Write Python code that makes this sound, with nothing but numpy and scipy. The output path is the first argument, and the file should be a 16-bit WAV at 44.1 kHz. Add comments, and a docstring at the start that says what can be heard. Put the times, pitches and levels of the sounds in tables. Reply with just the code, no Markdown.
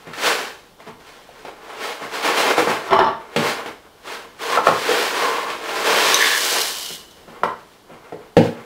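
"""Crisp flakes slide and shake in a cardboard box while a bowl is picked up, then set down bouncing.
The box tips, the heap runs to the spout and the flakes pour into the bowl; the box is knocked to the end.
Each flake is a tiny click that rings the carton or the ceramic; each knock is a judder ringing its object
and the counter. A small hard-walled room smears it all over a faint, wavering hum."""
import sys
import numpy as np
from scipy import signal
from scipy.fft import rfft, irfft, next_fast_len
from scipy.io import wavfile
from scipy.ndimage import uniform_filter1d

SR = 44100
rng = np.random.default_rng(int(sys.argv[2]) if len(sys.argv) > 2 else 0)


def persist_wave(psi):
    """Save psi, clipped to +-1, as 16-bit WAV."""
    counts = np.round(np.clip(psi, -1, 1) * 32767).astype(np.int16)
    wavfile.write(sys.argv[1], SR, np.atleast_2d(counts).T)


N = 381465


def undb(db):
    """Decibels to gain."""
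    return 10 ** (np.asarray(db) / 20)


def unit(x):
    """Scale to rms 1."""
    return x / np.sqrt(np.mean(x ** 2))


def add(out, time_s, y):
    """Mix y into out from time_s."""
    i = int(time_s * SR)
    out[i:i + len(y)] += y[:N - i]


def sos_filter(x, sos):
    """Run a filter given as second-order sections."""
    return signal.sosfilt(sos, x)


def curve(rows):
    """Columns of (time [s], level [dB], ..) rows at every sample; -120 dB outside."""
    time_s, *columns = np.transpose(rows)
    return [np.interp(np.arange(N) / SR, time_s, c, -120, -120) for c in columns]


def colour(x, points):
    """Shape a spectrum by (frequency [Hz], gain [dB]) points, straight over log frequency."""
    hz, db = np.transpose(points)
    size = next_fast_len(len(x), True)
    f = np.maximum(np.fft.rfftfreq(size, 1 / SR), 1)
    gain = undb(np.interp(np.log(f), np.log(hz), db))
    return irfft(rfft(x, size) * gain, size)[:len(x)]


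def resonate(x, peaks):
    """Sum of band-pass resonances with alternating sign, at rms 1."""
    total = 0
    for k, (hz, width_hz, db) in enumerate(peaks):
        band = signal.lfilter(*signal.iirpeak(hz, hz / width_hz, fs=SR), x)
        total = total + (-1) ** k * undb(db) / np.sqrt(width_hz) * band
    return unit(total)


def clicks(rate_hz, scatter_db):
    """Random flake impacts, most small, a few large, at most four scatter steps above the smallest."""
    hit = rng.random(N) < rate_hz / SR
    size_db = scatter_db * np.minimum(rng.exponential(size=N), 4)
    return unit(hit * rng.choice([-1, 1], N) * undb(size_db))


def walk(rate_hz):
    """Random levels joined by straight slews, spread about 0.65."""
    k = int(SR / rate_hz)
    steps = np.repeat(rng.standard_normal(N // k + 1), k)
    return 0.8 * uniform_filter1d(steps, k)[:N]


def surge(peak_s, db, swell_s, fade_s):
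    """Gain, once a millisecond: straight dB slopes (s per 20 dB) up to a blunt peak and down."""
    round_s = .012  # bluntness of the peak
    t = np.arange(N * 1000 // SR + 2) / 1000 - peak_s
    distance_s = np.hypot(t, round_s) - round_s
    return undb(db - 20 * distance_s / np.where(t < 0, swell_s, fade_s))


def together(gains):
    """Unrelated rattles add in power; gain at every sample."""
    total = np.sqrt(sum(g ** 2 for g in gains))
    return np.interp(np.arange(N) / SR * 1000, np.arange(len(total)), total)


def ring(modes, stretch, t, near_hz=1000, fall_db=0):
    """One blow on modes, favouring one pitch; each gets a random sign, level share, slight detuning. Peak 1."""
    hz, db, t60_s = np.transpose(modes)[:, :, None]
    share, detune, sign = rng.standard_normal((len(modes), 3)).T[:, :, None]
    db = db + 1.5 * share - fall_db * np.abs(np.log2(hz / near_hz))  # fall in dB per octave
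    swing = np.sign(sign) * np.sin(2 * np.pi * hz * (1 + 0.012 * detune) * t)
    y = (undb(db) * swing * 1000. ** (-t / (t60_s * stretch))).sum(axis=0)
    return y / np.abs(y).max()


# flakes sliding or jolted as the box is carried and turned: (time of peak [s], carton level [dB],
# swell [s per 20 dB], fade [s per 20 dB], crisp treble re carton [dB])
SLIDES = [(0.01, -46, .05, .3, -6), (0.08, -36, .02, .1, -18), (0.255, -18.5, .075, .2, -2),
          (0.4, -30, .2, .13, -4), (0.81, -43, .015, .1, -9), (0.88, -37, .02, .07, -14),
          (1.01, -46, .02, .04, -8), (1.09, -46, .1, .5, -3), (1.4, -46, .15, .2, -6),
          (1.48, -37, .03, .1, -11), (1.7, -35, .16, .3, -12), (1.86, -28, .13, .17, -4.5),
          (2.04, -30, .07, .1, -10), (2.15, -26, .05, .25, -5), (2.255, -20, .04, .15, -4.5),
          (2.3, -18, .08, .05, -11), (2.39, -20.5, .07, .3, -3), (2.51, -16, .2, .06, -12),
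          (2.585, -17, .02, .11, -8), (2.7, -19.5, .05, .17, -11), (2.88, -36, .2, .05, -6),
          (3.22, -41, .05, .3, -18), (3.345, -39, .05, .1, -12), (3.4, -24, .04, .2, -9),
          (3.48, -22, .1, .12, -4), (3.6, -28, .1, .07, -22), (3.68, -35, .03, .1, -12),
          (3.87, -48, .08, .04, -25), (3.98, -52, .08, .04, -12), (4.075, -33, .03, .2, -7),
          (4.14, -33, .1, .12, -3), (4.24, -42, .1, .1, -20), (7.2, -56, .3, .3, -3),
          (7.29, -45, .015, .3, -12), (7.38, -43, .15, .06, -28), (7.6, -52, .05, .2, -3),
          (7.73, -56, .04, .1, 2), (7.93, -42, .07, .15, -25), (8.05, -45, .05, .3, -22),
          (8.22, -50, .05, .3, -18), (8.45, -36, .03, .09, -4), (8.6, -42, .15, .5, -20)]
# box tips, heap runs to the spout:
# (time [s], carton level [dB], crisp treble re carton [dB], side-panel ring re carton [dB])
TIPPING = [(4.3, -54, -10, -11), (4.37, -49, -5, -11), (4.42, -31, -2, -11), (4.56, -23, -6.5, 0),
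           (4.62, -32, -11, 0), (4.67, -26, -2, -2), (4.72, -33, -1, 0), (4.8, -34, 3, -2),
           (4.89, -21, -5, -18), (5.0, -23, -1.5, -9), (5.1, -26, -2, -9), (5.24, -22, -6.5, -5),
           (5.47, -30, -7, 0), (5.6, -33, -7, -13), (5.91, -19.5, -3, -8), (6.13, -23, 4, -3),
           (6.3, -30, 6, -4), (6.59, -26.5, -1, -11), (6.72, -36, 0, -12), (6.87, -46, 0, -8),
           (7.05, -58, 2, -6)]
# carton resonances: (frequency [Hz], width [Hz], relative level [dB])
CARTON = [(259, 156, -7), (452, 68, 5), (616, 95, 1), (852, 182, 6.5), (1041, 81, -9.5), (1256, 67, 1.5),
          (1570, 230, -12.5), (2085, 40, -2)]
# side-panel resonance: (frequency [Hz], width [Hz], relative level [dB])
PANEL = [(1088, 137, 0)]
# spectrum of flake on flake: (frequency [Hz], relative level [dB])
CRISP = [(880, -34.5), (1500, -4), (1720, -4), (2090, -5), (2310, -5), (3990, -6), (14300, -24),
         (15500, -22)]


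def box_flakes():
    """Flakes tumble in bursts: they drum on the carton and crackle against each other."""
    slide_panel_db = -12  # re carton
    tip_db, tip_crisp_db, tip_panel_db = curve(TIPPING)
    slides = [surge(*row[:4]) for row in SLIDES]
    sliding = together(slides)
    slide_crisp = together(undb(row[-1]) * g for row, g in zip(SLIDES, slides))
    carton = np.hypot(sliding, undb(tip_db))
    crisp = np.hypot(slide_crisp, undb(tip_db + tip_crisp_db))
    panel = np.hypot(undb(slide_panel_db) * sliding, undb(tip_db + tip_panel_db))

    hits = clicks(4000, 2.36)
    thump = unit(colour(hits, [(60, -51), (130, -37), (300, -24), (1200, 5), (3000, -9), (6000, -46)]))
    drum = unit(resonate(hits, CARTON) + .5 * thump)
    crackle = unit(colour(hits + clicks(5000, 1.6), CRISP))
    flicker = undb(1.4 * walk(20))
    return flicker * (carton * drum + crisp * crackle + panel * resonate(hits, PANEL))


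# flakes landing in the bowl: (time [s], wall ring level [dB], heap crackle level [dB])
POUR = [(5.85, -41, -42), (6.13, -30, -32), (6.28, -25, -25), (6.34, -37, -26), (6.51, -33, -21.5),
        (6.66, -38, -24), (6.76, -36, -30), (6.92, -34, -32), (7.05, -54, -53), (7.24, -60, -66)]
# first flakes on the bare bottom, before it is covered:
# (time of peak [s], level [dB], swell [s per 20 dB], fade [s per 20 dB])
BARE = [(6.216, -13, .02, .15), (6.355, -20, .1, .04)]
# wall resonances: (frequency [Hz], width [Hz], relative level [dB])
BOWL_WALL = [(2950, 95, -5), (3900, 440, -5), (4220, 40, -16), (5060, 90, -12)]
# bottom resonances: (frequency [Hz], width [Hz], relative level [dB])
BOWL_BOTTOM = [(1685, 110, 10), (2100, 160, 8), (3510, 83, 2.5)]
# spectrum of flakes on the heap: (frequency [Hz], relative level [dB])
HEAP = [(1180, -55), (2000, -6), (2610, -16), (2890, -0.5), (3370, -3), (4000, 1.5), (5270, -1),
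        (15500, -12.5)]


def bowl_flakes():
    """Falling flakes crackle on the heap, ring the walls, and the bottom until it is covered."""
    hits = clicks(1500, 3.5) * undb(3.5 * walk(25))
    wall_db, heap_db = curve(POUR)
    walls = undb(wall_db) * resonate(hits, BOWL_WALL)
    bottom = together(surge(*row) for row in BARE) * resonate(hits, BOWL_BOTTOM)
    heap = undb(heap_db) * unit(colour(hits + clicks(5500, 4.9), HEAP))
    return walls + bottom + heap


# single flakes on the rim: (time [s], peak level [dB])
CLINKS = [(6.1439, 1), (6.217, -11), (7.1104, -36)]
# rim modes: (frequency [Hz], relative level [dB], t60 [s])
RIM = [(3460, -5.5, .025), (3900, 0.5, .03), (5900, -1, 0.018), (6250, 0, 0.03), (8950, -4, .012),
       (11900, -6, 0.015)]


def rim_clinks():
    """A few single flakes strike the rim and ring its modes."""
    out = np.zeros(N)
    for time_s, db in CLINKS:
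        add(out, time_s, undb(db) * ring(RIM, 1, np.arange(SR // 4) / SR))
    return out


# counter modes: (frequency [Hz], relative level [dB], t60 [s])
COUNTER_MODES = [(107.8, -10.5, 0.41), (138, 0.5, 0.11), (163, -1, 0.16), (201, -9, 0.14), (233.5, 4, 0.13),
                 (290, -4, 0.097)]


def knocks(table, modes, crack_s, judder_s, fall_db):
    """Each blow is a short judder that rings the object, plus a counter thud and a crack at the contact."""
    first_contact = 12  # first touch over the rms of the judder
    out, t = np.zeros(N), np.arange(SR // 3) / SR
    press = np.clip(t / .0015, 0, 1)
    for time_s, db, hz, thud_db, crack_db, stretch in table:
        crack = colour(rng.standard_normal(len(t)),
                       [(600, -14), (1500, 4), (2400, 2), (6000, -14), (15000, -28)])
        crack = unit(crack) / 3 * (np.exp(-t / crack_s) + 0.14 * np.exp(-t / 0.023))
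        blow = rng.standard_normal(len(t)) * np.exp(-t / judder_s)
        blow[0] = first_contact
        body = signal.fftconvolve(blow, ring(modes, stretch, t, hz, fall_db))[:len(t)]
        body = body / np.abs(body).max()
        thud = undb(thud_db) * ring(COUNTER_MODES, 1, t)
        add(out, time_s, undb(db) * press * (body + thud + undb(crack_db) * crack))
    # small things push little air at low pitch
    return sos_filter(out, signal.butter(3, 90, "highpass", fs=SR, output="sos"))


# box set down, tapped or gripped: (time [s], body level [dB], favoured pitch [Hz],
# counter thud re body [dB], crack re body [dB], ring length factor)
BOX_KNOCKS = [(0.07, -26, 385, -5.5, -5, 0.78), (0.133, -35, 1570, -22, 14.5, 0.86),
              (1.289, -32.5, 614, -22, -13, 1.5), (1.449, -20, 826, -35, -6, 1.1),
              (1.482, -22.5, 584, -32, -21, 1.8), (2.019, -22.5, 616, -13.5, -13, 0.74),
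              (2.58, -4, 396, -20, -18, 1.26), (2.672, -8, 1070, -14, -15, 0.79),
              (3.361, -9, 447, -6.5, 3, 1.4), (3.659, -20, 430, -22, -1, 0.56),
              (4.573, -3, 1050, -49, -19, 1.5), (4.586, -4, 970, -32, -25, 1),
              (4.669, 3, 1130, -39, -14.5, 0.84), (4.684, -2, 1030, -21, -20, 0.5),
              (4.89, -11.5, 410, -36, -15, 2.4), (5.5, -21, 398, -24, 5.5, 1.2),
              (6.904, -24.5, 468, -18.5, -2, 1.3), (7.278, -34, 412, -5, -12, 2),
              (7.418, -27, 450, -20, -20, 1), (7.433, -3, 1100, -24, -14, 0.9), (7.9, -33, 425, -7, -18, 2),
              (8.122, -21, 398, -11, -13, 2), (8.367, 4.5, 520, -6, -13, 0.3)]
# box modes: (frequency [Hz], relative level [dB], t60 [s])
BOX_MODES = [(234, -11, 0.13), (329.5, 1, 0.12), (413.6, 2.5, 0.092), (447, 1.5, 0.074), (493, 8.5, .04),
             (575, 1.5, 0.089), (688, 16, 0.013), (762, -1.5, 0.025), (873, 7, 0.053), (1053, 4.5, 0.031),
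             (1150, -18, 0.022), (1320, 12.5, 0.012), (1391, 9.5, 0.014), (1680, 7, 0.0096),
             (1830, -10, .025), (1950, -1, 0.023), (2440, -13, .02), (3000, -5, 0.023)]


def box_knocks():
    """Carton blows: longer judder, ring focused near one pitch."""
    return knocks(BOX_KNOCKS, BOX_MODES, crack_s=0.01, judder_s=0.0037, fall_db=9)


# bowl picked up, then set down and bouncing: (time [s], body level [dB], favoured pitch [Hz],
# counter thud re body [dB], crack re body [dB], ring length factor)
BOWL_KNOCKS = [(0.801, -33, 1500, -21, -8, 0.98), (0.872, -24, 633, -10.5, -21, 0.62),
               (2.908, -9, 899, -18.5, -7, 0.5), (2.93, 3, 875, -48, -12.5, 0.68),
               (2.952, -16, 904, -29, -33, 0.9), (2.965, -6, 1100, -32, -33, 0.77),
               (2.99, 0, 1120, -44, -12, 0.99), (3.043, -11.5, 1200, -17, -16, 0.71),
               (3.069, -9, 896, -45, -16, 0.83)]
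# bowl modes: (frequency [Hz], relative level [dB], t60 [s])
BOWL_MODES = [(384, -3.5, 0.066), (667, -1.5, 0.081), (877, 1, 0.065), (905, -15, 0.7), (1006, 0, 0.03),
              (1120, -10, 0.029), (1141, -2, 0.073), (1325, -3, 0.013), (1800, -6, 0.025),
              (2000, -5.5, 0.032), (3000, -9, 0.04), (3320, -19, .04), (3530, -10, .04), (4070, -20, 0.098),
              (5390, -13, 0.04), (5800, -19, 0.02)]


def bowl_knocks():
    """Ceramic blows: shorter judder, ring spread over more modes."""
    return knocks(BOWL_KNOCKS, BOWL_MODES, crack_s=0.0037, judder_s=0.0014, fall_db=3)


# bowl rocking on its foot: (time of peak [s], level [dB], swell [s per 20 dB], fade [s per 20 dB])
ROCK = [(2.93, -15, .03, .05), (2.994, -9, .008, .06), (3.09, -23, .3, .1)]


def rocking():
    """The foot chatters on the counter, too softly to wake the high modes; ring time sets each width."""
    peaks = [(hz, np.log(1000) / np.pi / t60_s, db)
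             for hz, db, t60_s in BOWL_MODES if t60_s < .2 and hz < 2000]
    hits = clicks(500, 1.8)
    chatter = unit(colour(hits, [(300, 10), (1500, 8), (4000, -3), (10000, -47)]))
    return together(surge(*row) for row in ROCK) * (resonate(hits, peaks) + 0.28 * chatter)


# reverberation time: (frequency [Hz], t60 [s])
ROOM_T60 = [(150, 0.39), (500, 0.4), (1500, 0.37), (4000, 0.4), (10000, 0.42)]


def room(x):
    """Dense reflections from tiles and cupboards: octave bands of noise, each with its own decay."""
    t, tail = np.arange(int(.7 * SR)) / SR, 0
    hz, t60_s = np.transpose(ROOM_T60)
    for f in 62.5 * 2. ** np.arange(8):
        high_hz = f * 2 ** .5 * (1 + (f > 7e3) / 2)  # top band is wider
        bandpass = signal.butter(2, [f / 2 ** .5, high_hz], "bandpass", fs=SR, output="sos")
        band = sos_filter(rng.standard_normal(len(t)), bandpass)
        tail = tail + band * 1000. 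** (-t / np.interp(np.log(f), np.log(hz), t60_s))
    tail = tail * np.clip(t / 0.0013, 0, 1)
    return signal.fftconvolve(x, tail / np.sqrt(np.sum(tail ** 2)))[:N]


# hum spectrum: (frequency [Hz], relative level [dB])
HUM = [(15, -31), (25, 1.5), (35, -7), (55, -10), (100, -14), (144, -10.5), (495, -11), (1200, -17),
       (2630, -28.5), (2920, -21), (5880, -28.5), (6380, -29.5), (15500, -34.5)]
HUM_DB = -50.5


def kitchen_hum():
    """Coloured noise whose level wavers slowly."""
    return undb(HUM_DB + walk(2.3)) * unit(colour(rng.standard_normal(N), HUM))


def scene():
    """Everything on the counter, its echo, and the hum of the kitchen."""
    knock_room_db, flake_room_db = -1, -8.5  # knocks echo louder in the room than flakes and rocking do
    hard = box_knocks() + bowl_knocks()
    soft = box_flakes() + bowl_flakes() + rim_clinks() + rocking()
    echo = room(undb(knock_room_db) * hard + undb(flake_room_db) * soft)
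    return (hard + soft + echo + kitchen_hum())[None]


def record(dry):
    """The small microphone loses the deep bass of near sounds; loud knocks clip; the top is cut."""
    top_hz = 15700
    thin = sos_filter(dry, signal.butter(1, 45, "highpass", fs=SR, output="sos"))
    clipped = np.clip(thin, -1, 1)
    return sos_filter(clipped, signal.ellip(12, .2, 90, top_hz, fs=SR, output="sos"))


dry = scene()
out = record(dry)
persist_wave(out)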